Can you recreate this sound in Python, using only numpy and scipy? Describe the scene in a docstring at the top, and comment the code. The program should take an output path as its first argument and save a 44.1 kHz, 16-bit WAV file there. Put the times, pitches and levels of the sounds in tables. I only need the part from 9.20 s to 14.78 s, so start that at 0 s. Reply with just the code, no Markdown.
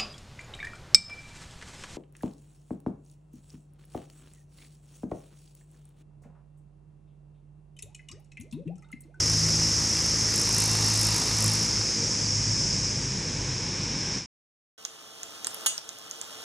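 """Under trees full of droning cicadas, a single-cylinder scooter rolls away from the microphone.
At first its exhaust hums and its crankcase clatters close by, over the rumble of far traffic.
After a second it pulls: the casing rings and the drive rasps harder, once a turn.
Then the throttle eases and it recedes. Past three seconds another engine rises on the road beyond;
at five, everything fades quickly to silence."""
import sys
import numpy as np
from scipy import signal
from scipy.fft import rfft, irfft, next_fast_len
from scipy.io import wavfile

SR = 44100
rng = np.random.default_rng(int(sys.argv[2]) if len(sys.argv) > 2 else 0)


def digitize_waveform(pressure):
    """Quantize a signal to 16-bit integers and store it at the path in sys.argv[1].

    Rows of a 2-D input are taken as channels; values are limited to [-1, 1].
    """
    field = np.atleast_2d(pressure).T
    bounded = np.clip(field, -1, 1)
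    quanta = np.round(bounded * 32767).astype(np.int16)
    wavfile.write(sys.argv[1], SR, quanta)


N = 246017
TIME = np.arange(N) / SR

# Spectra of the far traffic, low rumble and higher whirr: (frequency [Hz], relative level [dB])
RUMBLE_SPECTRUM = [(25, -11), (40, -16.5), (60, -1.5), (100, 1.5), (140, 4.5), (190, 1), (250, -1),
                   (340, -2), (420, -6.5), (500, -5), (660, -14.5), (900, -32)]
WHIRR_SPECTRUM = [(500, -10.5), (660, -14.5), (780, -3), (950, 1), (1100, -3.5), (1350, -7.5), (1600, -1.5),
                  (2000, -3), (2350, 2), (2700, -4), (3200, -4.5), (3800, -5), (4600, -7)]
# One brief tone in the distance: (time [s], half length [s], frequency [Hz], level [dB])
FAR_TONE = (2.83, .045, 463, -46)
# Speed of the engine on the road beyond: (time [s], firing rate [Hz])
ROAD_FIRING_RATE = [(3.38, 28), (3.52, 32), (4.25, 32.7), (4.55, 31), (4.9, 33)]
# Its harmonics: (multiple of the firing rate, relative level [dB])
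ROAD_ORDERS = [(4, 2), (5, -.5), (6, -5), (7, -12), (8, -12.5)]

# Cicada chorus in the trees: (time [s], main band level [dB], upper shoulder level [dB])
CHORUS_LEVELS = [(0.0, -25, -32.5), (0.91, -27, -34.5), (1.84, -27.5, -32), (1.99, -29, -34),
                 (3.49, -29, -35), (3.94, -34.5, -39), (4.49, -34.5, -41), (4.87, -32.5, -41),
                 (4.9, -32.5, -41.5)]
# Spectra of those two bands: (frequency [Hz], relative level [dB])
MAIN_BAND_SPECTRUM = [(4200, -28.5), (4600, -19), (4760, -10.5), (5050, -4), (5350, -2), (5650, -4),
                      (6000, -7), (6400, -22.5)]
SHOULDER_SPECTRUM = [(5700, -12), (6100, -1.5), (6400, 2), (7000, -5.5), (7650, -6.5), (8300, -17.5),
                     (9000, -20), (9700, -20.5), (10600, -24.5), (11600, -53.5), (14000, -44)]
# Single insects that stand out: (start [s], end [s], start pitch [Hz], end pitch [Hz], level [dB])
SOLO_CICADAS = [(0, 3.9, 4730, 4725, -48), (0, 3.9, 4795, 4800, -50), (0, 1.9, 6250, 6250, -49),
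                (0, 1.5, 6357, 6354, -41), (3.1, 3.3, 5520, 5380, -38), (3.28, 3.75, 5170, 5060, -38.5)]

# The scooter's crankshaft: (time [s], speed [turns/s])
CRANK_SPEED = [(0.0, 52.77), (0.5, 54.05), (1.0, 53.61), (1.5, 53.6), (2.0, 53.45), (2.5, 54.18),
               (2.9, 52.55), (3.4, 51.45), (4.3, 48.7), (4.9, 49.2)]
# Its throttle opens, holds, slackens and closes: (time [s], pull [0-1])
THROTTLE_PULL = [(1.05, 0), (1.42, 0.95), (1.9, 1), (2.08, 0.76), (2.36, 0.77), (2.62, 0.053)]
# The drive rubs harder for a few turns: (time [s], rise [dB])
RASP_SURGES = [(.12, 6), (1.17, 7.5), (1.385, 11), (1.52, 5.5), (1.76, 4.5), (1.84, 8), (2.25, 6)]
# Resonances of drive and engine casing: (frequency [Hz], nominal width [Hz], relative level [dB])
DRIVE_MODES = [(7510, 700, 1.5), (8690, 400, 1), (9760, 800, -0.5), (10820, 600, -6.5), (11830, 660, -8),
               (12500, 350, -17), (14200, 1200, -24.5)]
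CASING_MODES = [(887, 190, 1.5), (1300, 400, -13.5), (2320, 150, -5), (2720, 150, -0.5), (3710, 420, -3),
                (4370, 280, 1.5)]
# Spectra of drive and tyre hiss and of valve clatter: (frequency [Hz], relative level [dB])
HISS_SPECTRUM = [(4120, -36.5), (7000, -5), (7680, -5), (8490, -4.5), (9440, -7.5), (10800, -10.5),
                 (12800, -22.5), (15500, -31.5)]
CLATTER_SPECTRUM = [(450, -1), (650, -3), (900, -3), (1200, -0.5), (1500, -3), (2000, 0.5), (2500, -2.5),
                    (3200, -5.5), (4000, -4), (4700, 2)]
# Exhaust note (second order) and throaty third order at the microphone: (time [s], level [dB])
NOTE_LEVEL = [(0.0, -35.5), (0.14, -30.5), (0.86, -42), (0.97, -36), (1.27, -41), (1.35, -33.5),
              (1.92, -31), (2.02, -42), (2.27, -26.5), (2.51, -43), (2.6, -32.5), (2.66, -47.5),
              (3.2, -32.5), (3.44, -40.5), (4.68, -40.5), (4.73, -53), (4.82, -44), (5.0, -47)]
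THIRD_ORDER_LEVEL = [(0.0, -41.5), (0.22, -34), (0.43, -34), (0.71, -49), (0.77, -38), (1.05, -45.5),
                     (1.33, -39), (2.07, -42.5), (2.33, -34), (2.7, -51.5)]
# Higher exhaust orders, close by and coasting: (multiple of the crank speed, level [dB])
EXHAUST_OVERTONES = [(4, -45), (5, -50), (6, -49.5), (7, -56), (8, -54)]


def from_db(db):
    """Decibels to gain."""
    return 10 ** (np.asarray(db) / 20)


def rms_one(x):
    """Scale to unit rms."""
    return x / np.sqrt(np.mean(x ** 2) + 1e-20)


def in_time(rows):
    """Each column of a curve, sample by sample."""
    times, *columns = np.transpose(rows)
    return [np.interp(TIME, times, column) for column in columns]


def ramp(start_s, length_s):
    """Rises evenly from 0 to 1."""
    return np.clip((TIME - start_s) / length_s, 0, 1)


def bell(offset, width):
    """A Gaussian swell, 1 at zero offset."""
    return np.exp(-.5 * (offset / width) ** 2)


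def drift(rate_hz):
    """Slow random wandering with spread 1."""
    step, settle = 40, 2000   # samples per point; points skipped while the filter settles
    pole = np.exp(-2 * np.pi * step * rate_hz / SR)
    noise = rng.standard_normal(N // step + settle + 2)
    slow = signal.lfilter([1], [1, -2 * pole, pole * pole], noise)[settle:]
    return np.interp(np.arange(N) / step, np.arange(len(slow)), rms_one(slow))


def coloured(spectrum):
    """Noise with the given spectrum, falling 60 dB an octave beyond its ends; rms 1."""
    size = next_fast_len(N)
    octave = np.log2(np.maximum(np.arange(size // 2 + 1) * SR / size, 1))
    hz, db = np.transpose(spectrum)
    outside = np.abs(octave - np.clip(octave, np.log2(hz[0]), np.log2(hz[-1])))
    gain = from_db(np.interp(octave, np.log2(hz), db) - 60 * outside)
    return rms_one(irfft(rfft(rng.standard_normal(size)) * gain, size)[:N])


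def resonate(x, hz, width_hz):
    """A resonance with gain 1 at its top."""
    radius = np.exp(-np.pi * width_hz / SR)
    feedback = [1, -2 * radius * np.cos(2 * np.pi * hz / SR), radius ** 2]
    return signal.lfilter(np.array([1, 0, -1]) * (1 - radius ** 2) / 2, feedback, x)


def body(excitation, modes):
    """Steep resonances in parallel, signs alternating; rms 1."""
    rings = 0
    for k, (hz, width, db) in enumerate(modes):
        once = resonate(excitation, hz, 1.3 * width)
        rings += from_db(db) * (-1) ** k * resonate(once, hz, 1.3 * width)
    return rms_one(rings)


def bursts(turns, at, width, uneven_db):
    """One swell per turn, each with its own strength; at and width in turns; rms 1."""
    nearest = np.round(turns - at)
    strength = from_db(uneven_db * np.clip(rng.standard_normal(N), -2, 2))
    return rms_one(strength[nearest.astype(int)] * bell(turns - at - nearest, width))


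def partial(turns, multiple, waver_db, waver_hz):
    """One harmonic, wavering in strength and a little in phase; rms 1."""
    phase = 2 * np.pi * (multiple * turns + rng.random()) + waver_db / 10 * drift(waver_hz)
    return rms_one(np.sin(phase) * from_db(waver_db * drift(waver_hz)))


def far_traffic():
    """Farthest off: a low hum sinks early on, traffic rumbles steadily and its whirr slowly grows."""
    hum_db = -41.5 - 10.5 * ramp(start_s=.8, length_s=.4)
    hum = from_db(hum_db) * partial(75.9 * TIME, 1, waver_db=1, waver_hz=5.5)
    rumble = from_db(-38.5 + 1.05 * drift(7.3)) * coloured(RUMBLE_SPECTRUM)
    whirr = from_db(-48 + 1.5549 * TIME) * coloured(WHIRR_SPECTRUM)
    return hum + rumble + whirr


def far_tone():
    """A faint tone comes and goes in the distance."""
    at_s, half_length_s, hz, db = FAR_TONE
    swell = from_db(db) * bell(TIME - at_s, half_length_s)
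    return swell * partial(hz * TIME, 1, waver_db=1, waver_hz=17)


def road_engine(peak_s=3.26, peak_db=-34.5, rise_db_per_s=49.5, fall_db_per_s=5):
    """An engine on the road beyond swells, speeds up and slowly recedes."""
    firings = np.cumsum(in_time(ROAD_FIRING_RATE)[0]) / SR
    level_db = peak_db - np.maximum(rise_db_per_s * (peak_s - TIME), fall_db_per_s * (TIME - peak_s))
    orders = sum(from_db(db) * partial(firings, order, waver_db=3.5, waver_hz=7)
                 for order, db in ROAD_ORDERS)
    return from_db(level_db) * rms_one(orders)


def cicada(hz, width_hz):
    """One insect: a thin, unsteady tone around the given pitch; rms 1."""
    phase = 2 * np.pi * np.cumsum(hz) / SR
    return rms_one(drift(width_hz) * np.sin(phase) + drift(width_hz) * np.cos(phase))


def cicada_chorus(near_count=16):
    """Overhead, many buzzing tymbals merge into one band; nearer insects hold tones of their own."""
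    buzz = 0
    for tymbal_hz in rng.uniform(35, 320, size=8):
        wavering_hz = tymbal_hz * (1 + .044 * drift(5.3))
        buzz += np.sin(2 * np.pi * np.cumsum(wavering_hz) / SR)
    throb = rms_one(from_db(.6 * rms_one(buzz)))
    near = 0
    for offset in np.linspace(-1, 1, near_count) + rng.normal(0, .03, near_count):
        gain = from_db(2 * drift(2) - 4 * offset ** 2)   # loudest in the middle of the band
        near += gain * cicada(5340 + 330 * offset + 10 * drift(1), width_hz=10)
    main_band = rms_one(coloured(MAIN_BAND_SPECTRUM) + .5 * rms_one(near))
    main_db, shoulder_db = in_time(CHORUS_LEVELS)
    chorus = from_db(main_db + .11) * main_band + from_db(shoulder_db) * coloured(SHOULDER_SPECTRUM)
    for start, end, start_hz, end_hz, db in SOLO_CICADAS:
        singing = np.clip(np.minimum(TIME - start, end - TIME) / .11 + .5, 0, 1)
        pitch_hz = np.interp(TIME, [start, end], [start_hz, end_hz])
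        chorus += from_db(db) * singing * cicada(pitch_hz, width_hz=9)
    return throb * chorus


def friction(turns, at, repeat_share):
    """The same rough spot comes round on every turn, mixed with fresh grit."""
    nearest = np.floor(turns - at + .5)
    turn_start = np.interp(nearest + at - .5, turns, np.arange(N))
    samples_into_turn = np.round(np.arange(N) - turn_start).astype(int)
    texture_a, texture_b = rng.standard_normal((2, N))[:, samples_into_turn]
    wear = drift(3)   # the spot slowly changes
    spot = np.cos(wear) * texture_a + np.sin(wear) * texture_b
    return np.sqrt(repeat_share) * spot + np.sqrt(1 - repeat_share) * rng.standard_normal(N)


def drive(turns, pull, away_db):
    """Something dry rubs once a turn, sharply and then trailing off, over drive and tyre hiss."""
    stroke = bursts(turns, at=.205, width=.055, uneven_db=.8)
    trail = .29 * bursts(turns, at=.42, width=.1, uneven_db=7)
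    grit = friction(turns, at=.25, repeat_share=.38)
    ring = body((stroke + trail) * grit, DRIVE_MODES)
    surge_db = sum(db * bell(TIME - at_s, width=.042) for at_s, db in RASP_SURGES)
    rasp_db = -47.5 + 8 * pull + surge_db + 2.4 * drift(8)
    rubbing = 1 - ramp(start_s=2.44, length_s=.1)   # stops as the throttle eases
    hiss_db = -45 + 4 * pull - 2.7 * away_db   # distance takes the hiss first
    return rubbing * from_db(rasp_db) * ring + from_db(hiss_db) * coloured(HISS_SPECTRUM)


def crankcase(turns, pull, away_db):
    """Valve gear clatters and the casing rings under load, swelling slightly with every turn."""
    beat = rms_one(1.5 + .31 * bursts(turns, at=.26, width=.11, uneven_db=6))
    clatter = from_db(-38.5 + 1.1 * pull) * beat * coloured(CLATTER_SPECTRUM)
    grit = friction(turns, at=.26, repeat_share=.048)
    casing = from_db(-52 + 13.5 * pull) * body(beat * grit, CASING_MODES)
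    return from_db(-away_db) * (clatter + casing)


def exhaust(turns, pull, away_db):
    """The silencer lets through the low orders cleanly; uneven firing blurs the higher ones."""
    note_db, = in_time(NOTE_LEVEL)
    third_db, = in_time(THIRD_ORDER_LEVEL)
    first_db = -45.5 + .4 * (note_db - note_db.mean())   # the octave below partly follows the note
    low = from_db(first_db) * partial(turns, 1, waver_db=3.5, waver_hz=5)
    low += from_db(note_db) * partial(turns, 2, waver_db=.6, waver_hz=5)
    low += from_db(third_db) * partial(turns, 3, waver_db=1.1, waver_hz=5)
    uneven_turns = turns + .035 * drift(5)
    high = sum(from_db(db) * partial(uneven_turns, order, waver_db=2.5, waver_hz=5.7)
               for order, db in EXHAUST_OVERTONES)
    return low + from_db(1.5 * pull - .31 * away_db) * high   # overtones carry farther than clatter


def scene(recede_start_s=2.31, recede_db_per_s=8.1):
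    """The scooter leaves the microphone, with cicadas and road behind it, all in the centre."""
    turns = np.cumsum(in_time(CRANK_SPEED)[0]) / SR
    pull, = in_time(THROTTLE_PULL)
    away_db = recede_db_per_s * np.maximum(TIME - recede_start_s, 0)
    scooter = sum(part(turns, pull, away_db) for part in (exhaust, crankcase, drive))
    road = road_engine() + far_traffic() + far_tone()
    mono = scooter + road + cicada_chorus()
    return np.stack([mono, mono])


def record(dry, fade_start_s=4.975, fade_db_per_s=151.5, stopband_hz=16300):
    """The microphone signal fades quickly to silence at the end; the highest treble is cut."""
    fade = from_db(-fade_db_per_s * np.maximum(TIME - fade_start_s, 0))
    gate = 1 - ramp(start_s=5.058, length_s=.003)
    lowpass = signal.cheby2(16, 70, stopband_hz, fs=SR, output="sos")
    return signal.sosfilt(lowpass, dry * fade * gate)


dry = scene()
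out = record(dry)
digitize_waveform(out)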